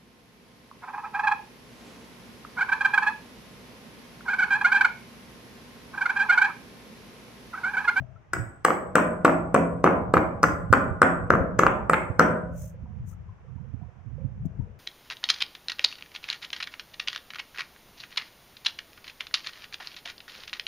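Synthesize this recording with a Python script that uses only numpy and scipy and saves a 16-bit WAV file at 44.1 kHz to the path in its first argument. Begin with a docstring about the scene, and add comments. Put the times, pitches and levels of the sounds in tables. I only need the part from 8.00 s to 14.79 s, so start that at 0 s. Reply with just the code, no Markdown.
"""A stone pestle pounds chalk lumps in a marble mortar: fourteen strokes at an even pace, then rest.
Damped modes make the knocks, shaped noise bursts the cracks, tiny grains the grit, slips and taps the rest.
A bare, hard room rings on as banded noise tails and standing waves.
Fingers hiss on the pestle, with one tiny high tick near the end; the hand that holds the close microphone
rumbles and bumps, and still air lies below.
"""
import sys
import numpy as np
from scipy import signal
from scipy.fft import rfft, irfft
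from scipy.io import wavfile
from scipy.ndimage import uniform_filter1d

SR = 44100
rng = np.random.default_rng(int(sys.argv[2]) if len(sys.argv) > 2 else 0)


def materialize(psi):
    """Save the field psi as 16-bit PCM at rate SR to the path in sys.argv[1].

    A 1-D psi becomes a single channel; in a 2-D psi each row is a channel.
    """
    bounded = np.clip(np.atleast_2d(psi).T, -1, 1)
    quanta = np.round(bounded * 32767).astype(np.int16)
    wavfile.write(sys.argv[1], SR, quanta)


N = 299439
TIME = np.arange(N) / SR
TOP_HZ = 15900


# the pestle lands on the chalk; knock levels before the bowl's filters, crack and grit before their colour:
# (t/s, clack level/dB, thud level/dB, clack f/Hz, crack level/dB, crumbling relative to the snap level/dB,
#  bright ring level/dB, grit level/dB, send to the room level/dB)
STROKES = [(0.3346, -14, -24, 1330, -46, -20, -42, -71, -1.5),
           (0.65, -4, -12, 1150, -34, -15.5, -37, -50, -2), (0.9555, -6, -6, 1330, -40, -26, -37, -30, 0.5),
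           (1.2484, -11.5, -2.5, 1320, -45.5, -18.5, -43, -32, -1),
           (1.5448, -16.5, -4, 1290, -43, -17.5, -43.5, -40, -0.5),
           (1.8423, -2.5, -4, 1136, -45, -6.5, -56.5, -38.5, 0.5),
           (2.1395, -6, -3.5, 1184, -44.5, -12, -60, -40, -2),
           (2.4319, -5.5, -15.5, 1080, -37.5, -18.5, -46, -51.5, -3),
           (2.7283, -1, -6.5, 1290, -42, -15, -47.5, -38, -1.5),
           (3.0184, 1.5, -7, 1360, -44.5, -18.5, -41, -36, 1),
           (3.3045, -0.5, -5.5, 1350, -48, -11, -73.5, -54, -2),
           (3.5923, -11, -7.5, 1250, -37.5, -8.5, -48, -35, -2),
           (3.8974, -4, -10, 1220, -44.5, -19.5, -41, -45, -2.5),
           (4.1955, -0.5, -7, 1365, -40.5, -18, -45, -35.5, 2)]
# the pestle bounces or a lump gives way, and it drops onto the stone again; levels as for the strokes:
# (t/s, clack level/dB, thud level/dB, clack f/Hz, crack level/dB, grit level/dB)
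DROPS = [(0.3375, -16.5, -27.5, 1460, -49, -55.5), (0.3402, -27, -31, 1750, -55.5, -60.5),
         (0.3673, -27, -30.5, 1450, -65, -67), (0.6525, -6, -19, 1100, -54, -53.5),
         (0.656, -20.5, -25, 1140, -61, -54), (0.684, -10.5, -13, 1160, -61, -52),
         (0.7051, -7.5, -14.5, 1220, -54, -47.5), (0.957, -15.5, -25, 1360, -66, -38),
         (0.9637, -14.5, -22, 1300, -59.5, -53), (0.9727, -23.5, -15.5, 1260, -57, -49.5),
         (0.9825, -7.5, -16, 1270, -57.5, -47), (0.9971, -14, -24.5, 1290, -62.5, -49),
         (1.2513, -1.5, -10, 1280, -45, -47), (1.2547, -3, -23, 1160, -55.5, -52.5),
         (1.267, -17.5, -20, 1250, -64, -52.5), (1.2792, -8, -15, 1210, -62.5, -51.5),
         (1.295, -13.5, -19.5, 1300, -66.5, -46.5), (1.549, -6, -18.5, 1163, -54.5, -39.5),
         (1.552, -15, -14, 1240, -67, -44.5), (1.563, -11, -11.5, 1310, -55.5, -46.5),
         (1.8449, -20, -19, 1250, -58.5, -47), (1.8639, -6, -20.5, 1270, -62, -46.5),
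         (1.8749, -4.5, -21.5, 1160, -73.5, -46), (2.142, -9.5, -17.5, 1310, -55.5, -44),
         (2.1554, -19, -27.5, 1280, -65, -48.5), (2.169, -3, -19, 1250, -60, -37),
         (2.178, -11, -15.5, 1272, -62, -40), (2.4389, 0, -11.5, 1296, -45.5, -46.5),
         (2.4425, -6, -15, 1370, -56, -40.5), (2.4859, -16.5, -30.5, 1330, -66.5, -57.5),
         (2.7332, -9, -18.5, 1300, -61.5, -49.5), (2.7359, 1.5, -15, 1334, -60.5, -48),
         (3.0264, -8, -19.5, 1330, -60.5, -39), (3.0291, -4.5, -25, 1340, -57, -44),
         (3.3262, -14.5, -21, 1320, -63, -62.5), (3.3373, -7, -9.5, 1280, -65.5, -62),
         (3.3522, -9, -13, 1240, -61, -58.5), (3.5946, -1.5, -22, 1220, -56, -40.5),
         (3.6249, -19.5, -26.5, 1250, -65, -44), (3.6348, -2.5, -12.5, 1215, -54, -38.5),
         (3.666, -4, -14.5, 1270, -60, -30), (3.671, -13, -20, 1244, -62, -47),
         (3.899, -16, -32.5, 1260, -57.5, -51.5), (3.934, -2, -14, 1284, -45.5, -29),
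         (3.942, -12, -34, 1330, -60.5, -35.5), (4.2035, -5.5, -19.5, 1305, -65.5, -53),
         (4.213, -11.5, -16.5, 1300, -61, -42.5)]


def contacts(count=3, from_s=0.0087, to_s=0.045, rattle_db=-19, rattle_db_per_s=-1.5):
    """Every meeting of pestle and bowl: landings, drops, and a light rattle through ever finer crumbs."""
    meetings = [row[:4] for row in DROPS]
    for s, clack_db, thud_db, hz, *_ in STROKES:
        meetings.append((s, clack_db, thud_db, hz))
        fall_db = rattle_db + rattle_db_per_s * s
        # one rattle at a random moment in each equal part of the window
        places = (np.arange(count) + rng.random(count)) / count
        for delay in from_s + (to_s - from_s) * places:
            meetings.append((s + delay, clack_db + fall_db, thud_db + fall_db, hz))
    return meetings


# modes of the damped bowl that follow the point of contact, levels relative and before the tilt:
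# (f as a ratio to the clack pitch, swell/ms, level/dB)
CLACK_MODES = [(.8, 0.72, 2), (0.997, 0.66, 20), (1.25, 0.6, -4), (1.83, 0.6, -4.5), (2.148, 0.52, -10.5)]
# the deeper body of the mortar, levels relative: (f/Hz, swell/ms, level/dB)
THUD_MODES = [(217.9, 2, -4.5), (338.8, 1.54, 1.5), (517, 1.067, 9.5), (667, 0.74, -25)]


def knocks(thud_lead_s=0.00053, even_db=12.5, gap_hz=850, gap_width_hz=260, gap_depth=0.41,
           lowest_hz=130, cushion_hz=3600):
    """Every contact rings the bowl for a few milliseconds; chalk and hand damp it at once."""
    track, t = np.zeros(N), np.arange(SR // 30) / SR
    thud = sum(undb(db) * ring(t, hz, ms) for hz, ms, db in THUD_MODES)
    thud /= np.abs(thud).max()
    for s, clack_db, thud_db, pitch in contacts():
        # little chalk in between, a short contact: more clack than thud, and stronger upper modes
        tilt_db = np.clip(clack_db - thud_db - even_db, -10, 10)  # per octave
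        clack = sum(undb(db + tilt_db * np.log2(ratio)) * ring(t, ratio * pitch, ms)
                    for ratio, ms, db in CLACK_MODES)
        add(track, s, undb(clack_db) * clack / np.abs(clack).max())
        # the bowl is already pushed while the last chalk gives way
        add(track, s - thud_lead_s, undb(thud_db) * thud)
    # between its thud and its clack the bowl answers less
    track = track - gap_depth * resonant(track, gap_hz, gap_width_hz)
    # powder cushions the contact, and a small bowl radiates little bass
    band = signal.butter(2, [lowest_hz, cushion_hz], "band", fs=SR, output="sos")
    return signal.sosfiltfilt(band, track)


# colour of breaking chalk, relative: (f/Hz, level/dB)
CRACK_COLOUR = [(500, 2.5), (1500, 21), (2600, 3), (3400, -3), (4100, -1.5), (4700, 0), (5400, 2.5),
                (6300, 2.5), (7000, 0), (8200, 2.5), (8900, -8.5), (12500, -8.5), (14500, -4.5),
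                (16000, -11)]
# the chalk snaps just before the stone is struck
SNAP_LEAD_S, SNAP_SWELL_S = 0.001, 0.00046
# after a drop: crumbling relative to the snap, and a fainter ring relative to the crack
DROP_CRUMBLE_DB, DROP_RING_DB = -20, -10
# the bright ring of the stone, its random scatter, and a broad mode just under it
RING_HZ, RING_SCATTER_HZ, RING_SWELL_MS = 8040, 60, 0.93
SKIRT_RATIO, SKIRT_SWELL_MS, SKIRT_DB = .945, .35, -2


def crunches(crumble_s=0.0031, fade_in_s=0.0018, spread_db=4.0, uneven_db=2.5):
    """A noise burst with a short fade-in before its snap, a crumbling tail, and a bright ring of the stone."""
    cracks, bright = np.zeros(N), np.zeros(N)
    t = np.arange(-SR // 150, SR // 12) / SR
    u = np.maximum(t, 0) / SNAP_SWELL_S
    snap = u * np.exp(1 - u)
    fade_and_tail = np.exp(np.minimum(t / fade_in_s, -t / crumble_s))
    bands = np.linspace(2500, TOP_HZ, 44)
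    breaks = [(s, crack_db, crumble_db, ring_db)
              for s, _, _, _, crack_db, crumble_db, ring_db, _, _ in STROKES]
    breaks += [(s, crack_db, DROP_CRUMBLE_DB, crack_db + DROP_RING_DB) for s, *_, crack_db, _ in DROPS]
    for s, crack_db, crumble_db, ring_db in breaks:
        boost_db = spread_db * np.minimum(rng.exponential(size=len(t)), 4)
        sizes = rng.standard_normal(len(t)) * undb(boost_db)
        burst = sizes * (snap + undb(crumble_db) * fade_and_tail)
        # random uneven bands filter the treble of each burst; below the first band it stays even
        bands_db = uneven_db * rng.standard_normal(len(bands)) * (bands > bands[0])
        burst = unit(coloured(burst, np.transpose([bands, bands_db])))
        add(cracks, s - SNAP_LEAD_S + t[0], burst * undb(crack_db))
        # the pitch varies with the point of contact
        hz = RING_HZ + RING_SCATTER_HZ * rng.standard_normal()
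        modes = ring(t, hz, RING_SWELL_MS) + undb(SKIRT_DB) * ring(t, SKIRT_RATIO * hz, SKIRT_SWELL_MS)
        add(bright, s + t[0], unit(modes) * undb(ring_db))
    return coloured(cracks, CRACK_COLOUR), bright


# colour of the snapping crumbs, relative: (f/Hz, level/dB)
GRIT_COLOUR = [(60, -35), (500, -10.5), (1000, 5.5), (1800, -3.5), (2300, -0.5), (2850, -14.5),
               (3400, -22.5), (4000, -25), (4700, -27.5), (6000, -26), (10000, -34.5), (15000, -34)]


def grit(settle_s=0.032, burst_s=0.004, grain_ms=0.26, spread_db=5.0, low_hz=700, high_hz=4200, count=28):
    """Crumbs snap, each with its own size and pitch: a spray as the pestle sinks in, a burst at every drop."""
    track, t = np.zeros(N), TIME[:SR // 100]
    sprays = [(s, grit_db, settle_s) for s, *_, grit_db, _ in STROKES]
    sprays += [(s, grit_db, burst_s) for s, *_, grit_db in DROPS]
    for s, grit_db, length_s in sprays:
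        spray = np.zeros(SR // 4)
        for wait, size, pitch in rng.random((count, 3)):
            age = 2 * wait ** 2  # crowded towards the landing
            grain = ring(t, low_hz + (high_hz - low_hz) * pitch, grain_ms)
            grain[0] += 1  # a one-sample tick
            add(spray, age * length_s, grain * np.exp(-age) * undb(-spread_db * np.log(1 - size)))
        add(track, s, unit(spray) * undb(grit_db))
    return coloured(track, GRIT_COLOUR)


# faint hollow taps as the pestle shifts and settles: (t/s, peak level/dB, f/Hz)
SHIFTS = [(.02, -42.5, 634), (.16, -52, 1330), (4.494, -34.5, 555), (4.55, -36.5, 596), (4.64, -48, 568),
          (4.743, -45.5, 522), (4.856, -53, 956), (4.862, -53.5, 726), (5.128, -57, 1310),
          (5.291, -50.5, 1030), (5.444, -52, 499), (5.48, -61, 1140), (5.58, -55, 950), (5.644, -53, 490),
          (5.812, -49, 713), (5.83, -57, 959), (5.883, -54.5, 500), (5.99, -58, 697), (6.181, -43.5, 520),
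          (6.198, -51, 548), (6.213, -47, 525), (6.445, -47.5, 654), (6.457, -48, 340), (6.605, -55, 930),
          (6.67, -47, 469)]


def shifts(swell_ms=3.5, crumb_db=-61, crumb_scatter_db=3, crumb_ms=0.66, low_hz=600, high_hz=2400, count=60):
    """The pestle tips against the bowl in soft modes; loose crumbs tick at random moments throughout."""
    track, t = np.zeros(N), TIME[:SR // 10]
    for s, db, hz in SHIFTS:
        add(track, s, undb(db) * ring(t, hz, swell_ms))
    for when, pitch, size in rng.random((count, 3)):
        hz = low_hz * (high_hz / low_hz) ** pitch
        crumb_level_db = crumb_db + crumb_scatter_db * (2 * size - 1)
        add(track, when * TIME[-1], undb(crumb_level_db) * ring(t, hz, crumb_ms))
    return track


# the leaning pestle creeps over the crumbs, level of the hollow tone at the top:
# (t/s at the top, level/dB, half length/s, hollow f/Hz)
SCRAPES = [(4.869, -75, 0.042, 559), (5.839, -71, 0.056, 1000), (5.952, -70, 0.026, 1000),
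           (6.24, -70.5, 0.036, 905), (6.535, -61.5, 0.041, 450), (6.605, -57, .02, 470),
           (6.717, -58.5, 0.053, 524)]


def scrapes(per_s=260, spread_db=2, hollow_width_hz=160, grain_hz=1050, grain_width_hz=450, grain_db=-12):
    """The pestle sticks and slips on loose grains; each slip ticks and stirs the hollow of the bowl."""
    track = np.zeros(N)
    for s, db, half_s, hz in SCRAPES:
        happens = rng.random(N) < per_s / SR
        slips = happens * rng.standard_normal(N) * undb(spread_db * rng.standard_normal(N))
        hollow = resonant(resonant(slips, hz, hollow_width_hz), hz, hollow_width_hz)
        ticks = resonant(resonant(slips, grain_hz, grain_width_hz), grain_hz, grain_width_hz)
        swell = np.exp(-((TIME - s) / half_s) ** 2)
        track += (unit(hollow) + undb(grain_db) * unit(ticks)) * undb(db) * swell
    return track


# hisses of fingers on the pestle, and in the last row one tiny high tick:
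# (t/s at the top, level/dB, rise/s, fall/s, left minus right level/dB)
SLIDES = [(4.617, -53, 0.056, 0.069, 0), (5.095, -60.5, 0.026, 0.04, 15), (6.458, -67, 0.0055, 0.0097, -7)]
# colour of the hiss, relative: (f/Hz, level/dB)
SLIDE_COLOUR = [(2500, -11), (4600, -17.5), (6200, 7), (8000, -1), (12000, -4), (15000, 2), (16000, -12)]


def slides(rough_db=2):
    """Fingers hiss on the pestle as uneven noise that swells and fades; one tiny high tick comes near the end."""
    catch = undb(rough_db * unit(uniform_filter1d(rng.standard_normal(N), size=200)))
    hiss = unit(coloured(pair(N, 0.16), SLIDE_COLOUR) * catch)
    track = np.zeros((2, N))
    for s, db, rise_s, fall_s, side_db in SLIDES:
        swell = np.exp(-((TIME - s) / np.where(TIME < s, rise_s, fall_s)) ** 2)
        track += hiss * undb(db) * swell * panned(side_db)
    return track


# colour of the grip's rumble, relative: (f/Hz, level/dB)
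GRIP_COLOUR = [(12, -39.5), (20, -22.5), (64, 2), (118, 3.5), (222, -11.5), (255, -25), (386, -38),
               (492, -27), (600, -46.5), (780, -57.5), (1320, -120)]
# the grip through pounding and rest, before trim, waver and jolts: (t/s, level/dB)
GRIP_LEVEL = [(0, -34), (.24, -54.5), (.4, -37), (.55, -53.5), (1.1, -41.5), (2.1, -36), (3.6, -35.5),
              (4.4, -38.5), (4.72, -40), (5, -37), (5.3, -42), (5.39, -49.5), (5.54, -37), (5.82, -39),
              (5.93, -50.5), (6.12, -38), (6.24, -31.5), (6.34, -38.5), (6.42, -30.5), (6.54, -38),
              (6.62, -32.5), (6.79, -49)]
# the side on which the grip presses: (t/s, left minus right level/dB)
GRIP_SIDE = [(0.0, 18), (0.13, 23), (0.28, -1), (3.23, -5), (3.46, 16), (3.5, -9.5), (4.71, -1.5),
             (4.97, -15.5), (5.05, 9), (5.39, 4), (5.52, -25), (6.2, -25.5), (6.49, 10), (6.79, 8)]
# soft bumps of the hand, levels before case ring, dulling and panning:
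# (t/s, level/dB, f/Hz, swell/ms, left minus right level/dB)
BUMPS = [(.005, -27, 135, 4.5, 35), (0.387, -24, 115.6, 16.5, -17), (2.158, -25, 87, 7.8, -27),
         (2.7, -14.5, 100, 8.4, -16), (2.905, -21.5, 81.5, 9.3, -31), (3.405, -18.5, 88, 5.8, 30),
         (4.1, -19, 106, 4.2, -20), (4.831, -31, 73, 7.2, -6), (5.555, -32.5, 126, 6.3, -30),
         (5.738, -22.5, 105.5, 4.1, -40), (5.82, -30.5, 140.4, 4.6, -27), (6.061, -32.5, 109.7, 5, -28),
         (6.114, -34, 141.7, 4.1, -26), (6.244, -21, 126, 7.2, -36), (6.454, -17.5, 159.4, 3.9, 17),
         (6.592, -19, 123.6, 4.6, 28)]


def handling(trim_db=-1, alike=0.47, waver_db=2, jolt_db=2.5, jolt_s=0.05,
             case_hz=245, case_ms=5, case_db=-11, dull_hz=330):
    """The grip rumbles unevenly through the microphone's case, swelling after strokes, with dull bumps."""
    stroke_s = np.transpose(STROKES)[0][:, None]
    ages = np.maximum(TIME - stroke_s, 0) / jolt_s
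    jolts = np.sum(ages * np.exp(1 - ages), axis=0)
    waver = unit(uniform_filter1d(uniform_filter1d(rng.standard_normal(N), size=2600), size=900))
    level_db = np.interp(TIME, *np.transpose(GRIP_LEVEL)) + trim_db + waver_db * waver + jolt_db * jolts
    rumble = coloured(pair(N, alike), GRIP_COLOUR)
    # even out the noise before the level curve shapes it
    rumble /= np.sqrt(uniform_filter1d(rumble ** 2, size=SR // 8, axis=1))
    track = rumble * undb(level_db) * panned(np.interp(TIME, *np.transpose(GRIP_SIDE)))
    t = TIME[:SR // 5]
    dull = signal.butter(4, dull_hz, fs=SR, output="sos")
    for s, db, hz, ms, side_db in BUMPS:
        bump = ring(t, hz, ms) + undb(case_db) * ring(t, case_hz, case_ms)
        add(track, s, undb(db) * signal.sosfiltfilt(dull, bump) * panned(side_db))
    return track


# first reflections beside each microphone port, left port then right: (delay/ms, level/dB)
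REFLECTIONS = [
    [(.72, -9.5), (2.1, -14)],
    [(2.5, -11.5), (0.45, -40)],
]


def ports(x, left_lag_ms=0.046):
    """Each port hears the bowl directly and off its own nearby surfaces; the left one is further away."""
    khz = np.fft.rfftfreq(N, 1000 / SR)
    paths = np.array([1 + sum(undb(db) * np.exp(-2j * np.pi * khz * ms) for ms, db in port)
                      for port in REFLECTIONS])
    paths[0] *= np.exp(-2j * np.pi * khz * left_lag_ms)
    return irfft(rfft(x) * paths, N)


# the room's bands, levels relative, decay before the late drop:
# (f/Hz, level/dB, time to fall by 60 dB/s, likeness of left and right 0-1)
ROOM = [(98, -10.5, 0.9, 0.9), (190, 10, 1, 1), (306, 4.5, 0.53, 0.7), (560, 1, 0.94, 0.5),
        (778.7, 5.5, 0.68, 0.6), (850, 2, 0.52, .3), (1010, -1, 0.65, 0.5), (1146, -6, 0.74, 0),
        (2205, 1, 0.42, 0), (2940, -0.5, 0.33, 0), (3918, -13.5, 0.37, 0.7), (6354, -4, 0.29, 0.1),
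        (7986, -8, 0.528, 0.2), (9400, -10.5, 0.23, .05), (14870, -6.5, 0.4, 0.2)]


def reflections(t, build_s=0.0061, late_s=0.39):
    """Dense reflections, as shaped noise, build up and fade band by band."""
    bins_hz = np.arange(SR // 2 + 1)  # one second of response: bins 1 Hz apart
    hz, db, t60, alike = np.transpose(ROOM)
    mid, side = diffuse(t)
    alike = np.clip(on_log(bins_hz, hz, alike), 0, 1)
    noise = np.sqrt((1 + alike) / 2) * mid + np.sqrt((1 - alike) / 2) * np.array([side, -side])
    # the echoes need a moment to thicken, and the late tail drops away faster
    swell = (1 - np.exp(-(t / build_s) ** 2)) * np.exp(-(t / late_s) ** 4)
    response = np.zeros((2, SR))
    for share, level_db, decay_s in zip(np.eye(len(hz)), db, t60):
        fade = swell * np.exp(-np.log(1000) * t / decay_s)
        band = irfft(noise * on_log(bins_hz, hz, share), SR)
        response += band * fade * undb(level_db) / np.sqrt(np.sum(fade ** 2))
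    return response


def diffuse(t, smooth_bins=21):
    """Spectra of two rows of random reflections whose early part is evened out to favour no pitch."""
    noise = rng.standard_normal((2, len(t)))
    early = np.abs(rfft(noise * np.exp(-10 * t))) ** 2
    return rfft(noise) * np.sqrt(early.mean() / uniform_filter1d(early, smooth_bins, axis=1))


# standing waves between the walls, levels before trim: (f/Hz, level/dB, time to fall by 60 dB/s)
ROOM_MODES = [(171, -43, 1.3), (265, -46.5, .7), (311, -50.5, .6), (375, -51, .6), (536, -55, .7),
              (603, -58, .6), (674, -55, .6), (748, -56, .6), (1061, -56, .5), (1286, -57, .4),
              (1353, -59, .45), (1450, -58, .6), (1770, -55, .45), (2137, -56, .4)]


def room(x, trim_db=-6, turns_per_s=.6):
    """Sound fades steadily to and fro between two random patterns of reflections; standing waves hum below."""
    t, turn = TIME[:SR], 2 * np.pi * turns_per_s * TIME
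    waves = sum(undb(db + trim_db) * np.exp(-np.log(1000) * t / t60) * np.sin(2 * np.pi * hz * t)
                for hz, db, t60 in ROOM_MODES)
    echoes = sum(signal.fftconvolve((x * share)[None], reflections(t), axes=1)
                 for share in (np.cos(turn), np.sin(turn)))
    return (echoes + signal.fftconvolve(x, waves))[:, :N]


# colour of the still room, relative: (f/Hz, level/dB)
AIR_COLOUR = [(120, -3.5), (250, -10), (380, -4.5), (520, -10), (750, -8), (1100, -10.5), (1600, -13.5),
              (2500, -20.5), (3200, -26.5), (4200, -37), (6000, -31.5), (8000, -44.5), (10000, -49.5),
              (16000, -55.5)]


def still_air(level_db=-60.5):
    """Steady coloured noise, nearly independent left and right, lies under everything."""
    return unit(coloured(pair(N, 0.092), AIR_COLOUR)) * undb(level_db)


def ring(t, hz, ms):
    """A cushioned mode: its envelope swells to 1 in the given ms, then dies away."""
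    u = np.maximum(t, 0) * 1000 / ms
    return u * np.exp(1 - u) * np.sin(2 * np.pi * hz * t)


def resonant(x, hz, width_hz):
    """The part of a sound that one resonance passes."""
    return signal.lfilter(*signal.iirpeak(hz, hz / width_hz, fs=SR), x)


def pair(n, alike):
    """Two channels of noise with a given correlation."""
    mid, side = rng.standard_normal((2, n))
    return (np.sqrt(1 + alike) * mid + np.sqrt(1 - alike) * np.array([side, -side])) / np.sqrt(2)


def coloured(x, colour):
    """Filter by a (f/Hz, level/dB) spectrum."""
    n = x.shape[-1]
    gains = undb(on_log(np.fft.rfftfreq(n, 1 / SR), *np.transpose(colour)))
    return irfft(rfft(x) * gains, n)


def on_log(hz, points, values):
    """Read a spectrum along a log-frequency axis."""
    return np.interp(np.log(np.maximum(hz, 1)), np.log(points), values)


def undb(db):
    """Decibels to gain."""
    return 10 ** (np.asarray(db) / 20)


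def unit(x):
    """Scale to rms 1."""
    return x / np.sqrt(np.mean(x ** 2))


def panned(db):
    """Left and right gains of constant power for a level difference."""
    gains = undb(np.array([db, -db]).reshape(2, -1) / 2)
    return gains / np.sqrt(np.mean(gains ** 2, axis=0))


def add(track, s, sound):
    """Mix a sound into a track at a time in seconds."""
    i = max(int(round(s * SR)), 0)
    track[..., i:i + sound.shape[-1]] += sound[..., :N - i]


def scene(crack_pan_db=4, ring_pan_db=-8, ring_direct_db=-3, taps_room_db=-5):
    """The mortar close by, its room, the hands and the still air."""
    stone, taps = knocks() + grit(), shifts() + scrapes()
    cracks, bright = crunches()
    direct = ports(stone + taps + cracks * panned(crack_pan_db)
                   + bright * undb(ring_direct_db) * panned(ring_pan_db))
    # the share sent to the room varies, gliding from stroke to stroke
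    s, *_, send_db = np.transpose(STROKES)
    to_room = stone * undb(np.interp(TIME, s, send_db)) + taps * undb(taps_room_db) + cracks + bright
    return direct + room(to_room) + handling() + slides() + still_air()


def record(dry):
    """Whatever exceeds full scale clips; then the top is cut."""
    top_cut = signal.ellip(8, .1, 50, TOP_HZ, fs=SR, output="sos")
    return signal.sosfiltfilt(top_cut, np.clip(dry, -1, 1))


dry = scene()
out = record(dry)
materialize(out)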